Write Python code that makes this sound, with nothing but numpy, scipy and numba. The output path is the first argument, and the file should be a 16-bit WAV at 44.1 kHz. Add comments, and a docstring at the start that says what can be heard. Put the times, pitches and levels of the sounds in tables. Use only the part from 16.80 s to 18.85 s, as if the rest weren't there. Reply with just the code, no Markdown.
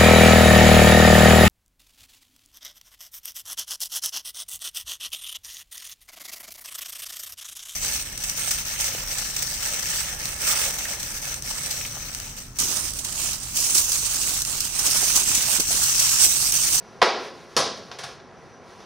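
"""A hand slaps a kicking foot once in a tiled room: noise bursts and clicks form the slap and its early echo.
A shoe stamps down and soles tap and scuff into a lunge, built like the slap but with their own tone.
Clothes and umbrella cloth rustle as noise and grains over filtered room hum and a thin whine; hard walls ring.
A tape camcorder hears it through close ports, gain control, soft clip and notches against its drum noise."""
import sys
import numpy as np
from scipy import signal
from scipy.fft import rfft, irfft
from scipy.io import wavfile
from numba import njit

SR = 44100
rng = np.random.default_rng(int(sys.argv[2]) if len(sys.argv) > 2 else 0)


def store_wav(level_fs):
    """Save 16-bit WAV to argv[1]."""
    pcm = np.round(np.clip(np.atleast_2d(level_fs), -1, 1) * 32767)
    wavfile.write(sys.argv[1], SR, pcm.T.astype(np.int16))


N = 90405  # samples


def undb(db):
    """dB to gain."""
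    return 10 ** (np.asarray(db) / 20)


def read(table, hz):
    """Read a (frequency, value) table along a log frequency axis."""
    points = np.array(table, float)
    return np.interp(np.log(np.maximum(hz, 1)), np.log(points[:, 0]), points[:, 1])


def colour(x, table):
    """Minimum-phase filter with the table's spectrum shape and unit power gain on white noise."""
    size = 4096
    cepstrum = irfft(np.log(undb(read(table, np.fft.rfftfreq(size, 1 / SR)))))
    # Folding the cepstrum forward in time makes the filter causal.
    cepstrum[1:size // 2] *= 2
    cepstrum[size // 2 + 1:] = 0
    impulse = irfft(np.exp(rfft(cepstrum)))[:size // 2]
    impulse = impulse / np.sqrt(np.sum(impulse ** 2))
    return signal.fftconvolve(x, impulse)[:len(x)]


# Stereo width of noise at the close ports: (frequency [Hz], side minus mid level [dB])
PORT_WIDTH = [(60, -10), (200, -25), (700, -21.5), (2400, -19), (4400, -18), (6500, -10.5), (7700, -4),
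              (9300, -2), (12000, -7)]


def pair(count, wider_db=0):
    """Left and right noise from unrelated mid and side, so the width varies with frequency."""
    mid, side = rng.standard_normal((2, count))
    side_gain = undb(read(PORT_WIDTH, np.fft.rfftfreq(count, 1 / SR)) + wider_db)
    side = irfft(rfft(side) * side_gain, count)
    return np.array([mid + side, mid - side])


# Spectrum of the room noise, shape only: (frequency [Hz], level [dB])
HUM_TONE = [(18, -47), (40, -13.5), (120, -5.5), (220, -5.5), (360, -3), (700, -6.5), (1000, -8.5),
            (1700, -14), (3000, -25.5), (5700, -27), (9000, -34.5), (16000, -54)]
HUM_DB, HUM_WIDER_DB = -47.5, 5
WHINE_HZ, WHINE_DB, WHINE_WIDTH_HZ = 5880, -67, 10


def hum():
    """Steady coloured room noise, plus noise through a narrow resonance as a thin wavering whine."""
    air = np.array([colour(c, HUM_TONE) for c in pair(N, HUM_WIDER_DB)]) * undb(HUM_DB)
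    resonance = signal.iirpeak(WHINE_HZ, WHINE_HZ / WHINE_WIDTH_HZ, SR)
    whine = signal.lfilter(*resonance, rng.standard_normal(N))
    return air + whine / np.std(whine) * undb(WHINE_DB)


# Spectrum of the cloth, shape only: (frequency [Hz], level [dB])
CLOTH_TONE = [(300, -44), (1000, 11), (3000, 2), (6000, 3.5), (10000, -3.5), (16000, -9.5)]
# Cloth movements: (middle time [s], half length to 1/e gain [s], level [dB])
SWISHES = [(0.088, 0.36, -58.5), (0.438, 0.055, -44.5), (.6, 0.092, -53.5), (0.734, 0.038, -53),
           (0.976, .015, -49), (1.047, 0.2, -54), (1.29, 0.056, -49), (1.65, 0.12, -61.5),
           (1.903, 0.06, -57), (2.036, 0.11, -55)]
GRAINS_PER_S = 2000


def rustle():
    """Noise and dense random cloth grains swell and fade with each movement."""
    grains = (rng.random(N) < GRAINS_PER_S / SR) * rng.standard_normal(N)
    wash = pair(N) + 0.66 * grains / np.std(grains)
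    t = np.arange(N) / SR
    gain = sum(undb(db) * np.exp(-((t - middle) / half) ** 2) for middle, half, db in SWISHES)
    return np.array([colour(c, CLOTH_TONE) for c in wash]) * gain


# Reverberation of the hard walls: (frequency [Hz], time to fall 60 dB [s])
ROOM_T60 = [(100, 0.51), (260, 0.92), (700, 0.5), (1840, 0.49), (4850, 0.54), (12800, 0.18)]
ROOM_BUILD_S = 0.0012
ECHO_SPREAD_DB, ECHO_BLUR_S = 4, 0.029


def room(build_s):
    """One stereo room response: scattered echoes blur into noise and die band by band."""
    count = 2 ** 15
    t, hz = np.arange(count) / SR, np.fft.rfftfreq(count, 1 / SR)
    spread_db = ECHO_SPREAD_DB * np.exp(-t / ECHO_BLUR_S)
    echoes = undb(spread_db * rng.standard_normal(count))
    spectrum, ringing = rfft(pair(count) * echoes), 0
    for centre in 40 * 2 ** np.arange(0, 9.5, .5):
        # Triangular bands half an octave apart add up to a flat response.
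        band = np.clip(1 - 2 * np.abs(np.log2(np.maximum(hz, 1) / centre)), 0, 1)
        decay = 1000. ** (-t / read(ROOM_T60, centre))
        ringing = ringing + irfft(spectrum * band, count) * decay
    return ringing * (1 - np.exp(-t / build_s)) / np.sqrt(SR / 100)


def blows(rows, tone):
    """Each row is a short rough burst, with a click before it if given; the room fills while it lasts."""
    out, t = np.zeros((2, N)), np.arange(2048) / SR
    for start, db, click, rise, length, top_hz, room_db in rows:
        push = pair(len(t)) * np.exp(-t / length) * (1 - np.exp(-t / rise)) ** 2
        # Click and burst share a fixed energy.
        click = np.clip(click, 0, 1)
        push *= np.sqrt((1 - click) / np.sum(push ** 2) * 2)
        push[:, 0] = np.sqrt(click)
        heard = undb(room_db) * room(ROOM_BUILD_S + rise + length)
        heard[:, :len(t)] += signal.lfilter(*signal.butter(1, top_hz, fs=SR), push)
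        i = int(start * SR)
        # Every row gets 20 dB on top of its relative level.
        out[:, i:i + heard.shape[1]] += 10 * undb(db) * heard[:, :N - i]
    return np.array([colour(c, tone) for c in out])


# All burst tables below: (time [s], relative level [dB], click share of energy [0-1], rise [s],
# burst decay [s], direct sound low-pass [Hz], room level [dB])
# All their tone tables, shape only: (frequency [Hz], level [dB])
# Soles scuffing the floor
SCUFFS = [(1.1856, -25, 0, .001, .012, 14000, -2), (1.2345, -23.5, 0.014, 0.0016, 0.0069, 14000, -6)]
SCUFF_TONE = [(35, -24), (130, 1), (250, -17), (500, 2.5), (1400, 1.5), (2500, -5.5), (4200, -3.5),
              (9000, -4.5), (16000, -21.5)]


def scuffs():
    """Soles rub the floor in bursts with little or no click."""
    return blows(SCUFFS, SCUFF_TONE)


# Soles tapping the floor
TAPS = [(1.1153, -29, 0.27, .0003, .002, 9000, -5.5), (1.4, -45, 0.25, .0005, 0.0022, 5000, -11),
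        (2.003, -41, 0.11, .0005, 0.0054, 9000, -4)]
TAP_TONE = [(35, -47), (200, -9), (700, 1.5), (1500, -5), (3500, -6.5), (6000, -6.5), (9000, -20),
            (16000, -26)]


def taps():
    """Soles touch down lightly: a click and a burst lasting a few milliseconds."""
    return blows(TAPS, TAP_TONE)


# The shoe stamping down
STAMPS = [(.7659, -9, 0.28, 0.00033, 0.0014, 12200, 0.5), (.807, -22, 0.13, 0.0007, 0.0024, 12000, -10)]
STAMP_TONE = [(35, -48), (100, -10.5), (200, -11.5), (350, -9.5), (600, 2), (850, -6.5), (1100, -1),
              (1500, -9), (2500, -13), (3500, -9), (5200, -6.5), (9000, -10), (12000, -14.5), (16000, -44)]


def stamps():
    """A shoe strikes the floor: short bright bursts that excite the room."""
    return blows(STAMPS, STAMP_TONE)


# Hand slapping the foot once: the slap's burst in overlapping pieces, with its strong early wall echo
SLAP_PIECES = [(.2158, 0.5, 0, 0.0026, .003, 2520, -5), (.2236, -4.5, 0.06, 0.00071, 0.0019, 1500, -12),
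               (.2268, -0.5, 0.27, 0.00041, 0.00085, 5000, -9.5),
               (.2305, -7, 0.17, .0005, 0.0049, 2520, -15)]
SLAP_TONE = [(35, -60), (130, -40), (230, -16.5), (350, -8.5), (500, -4.5), (720, -1.5), (850, -3.5),
             (1050, -3.5), (1500, -8), (2300, -11), (2800, -14), (4800, -13.5), (9000, -25.5), (16000, -37)]


def slap():
    """A hand slaps a kicking foot once; the burst runs on and a wall echo follows milliseconds later."""
    return blows(SLAP_PIECES, SLAP_TONE)


def scene():
    """All sources at the microphone."""
    return hum() + rustle() + scuffs() + taps() + stamps() + slap()


# Frequency response of the capsules: (frequency [Hz], gain [dB])
MIC_RESPONSE = [(5500, 1.5), (6600, -3), (7600, -11.5), (9300, -4.5), (11000, -8.5), (16000, -17)]
PORT_TURN_HZ = 144


def ports(x):
    """The capsules dull the treble; in the bass the right one leads the left in phase."""
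    # Phase per side, up to an eighth of a turn at the lowest frequencies.
    lag = np.arctan2(PORT_TURN_HZ, np.fft.rfftfreq(N, 1 / SR)) / 2
    # Undo the unit power scaling of colour(), so the table's gains hold.
    rms_gain = np.sqrt(np.mean(undb(read(MIC_RESPONSE, np.fft.rfftfreq(4096, 1 / SR))) ** 2))
    x = np.array([colour(c, MIC_RESPONSE) for c in x]) * rms_gain
    return irfft(rfft(x) * np.exp(1j * np.array([-lag, lag])), N)


@njit
def follow(x, rise, fall):
    """Level follower with separate rise and fall, as smoothing shares per sample."""
    levels, level = np.empty(len(x)), 0.
    for i in range(len(x)):
        level += (x[i] - level) * (rise if x[i] > level else fall)
        levels[i] = level
    return levels


AGC_TOP_DB, AGC_RATIO, AGC_ATTACK_S, AGC_RELEASE_S = -15.5, 1.83, 0.0047, 0.13
CLIP = 0.81  # soft ceiling, full scale = 1
DRUM_HZ, NOTCH_FEED = 300, 0.6  # more feedback narrows the notches
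TOP_HZ = 15900


def record(dry):
    """Gain control, soft clip, notches at every multiple of the drum rate, steep top cut."""
    dry = ports(dry)
    level = follow(np.abs(dry).mean(axis=0), 1 / (AGC_ATTACK_S * SR), 1 / (AGC_RELEASE_S * SR))
    over = np.minimum(1, undb(AGC_TOP_DB) / (level + 1e-9))
    x = dry * over ** (1 - 1 / max(AGC_RATIO, 1))
    x = CLIP * np.tanh(x / CLIP)
    # Subtracting the sound one drum period ago cuts the notches.
    b, a = np.zeros((2, round(SR / DRUM_HZ) + 1))
    b[0], b[-1] = 1, -1
    a[0], a[-1] = 1, -min(NOTCH_FEED, .95)
    x = signal.lfilter(b, a, x) * (1 - a[-1]) / 2  # unit gain midway between notches
    return signal.sosfilt(signal.ellip(10, .2, 80, TOP_HZ, fs=SR, output="sos"), x)


dry = scene()
out = record(dry)
store_wav(out)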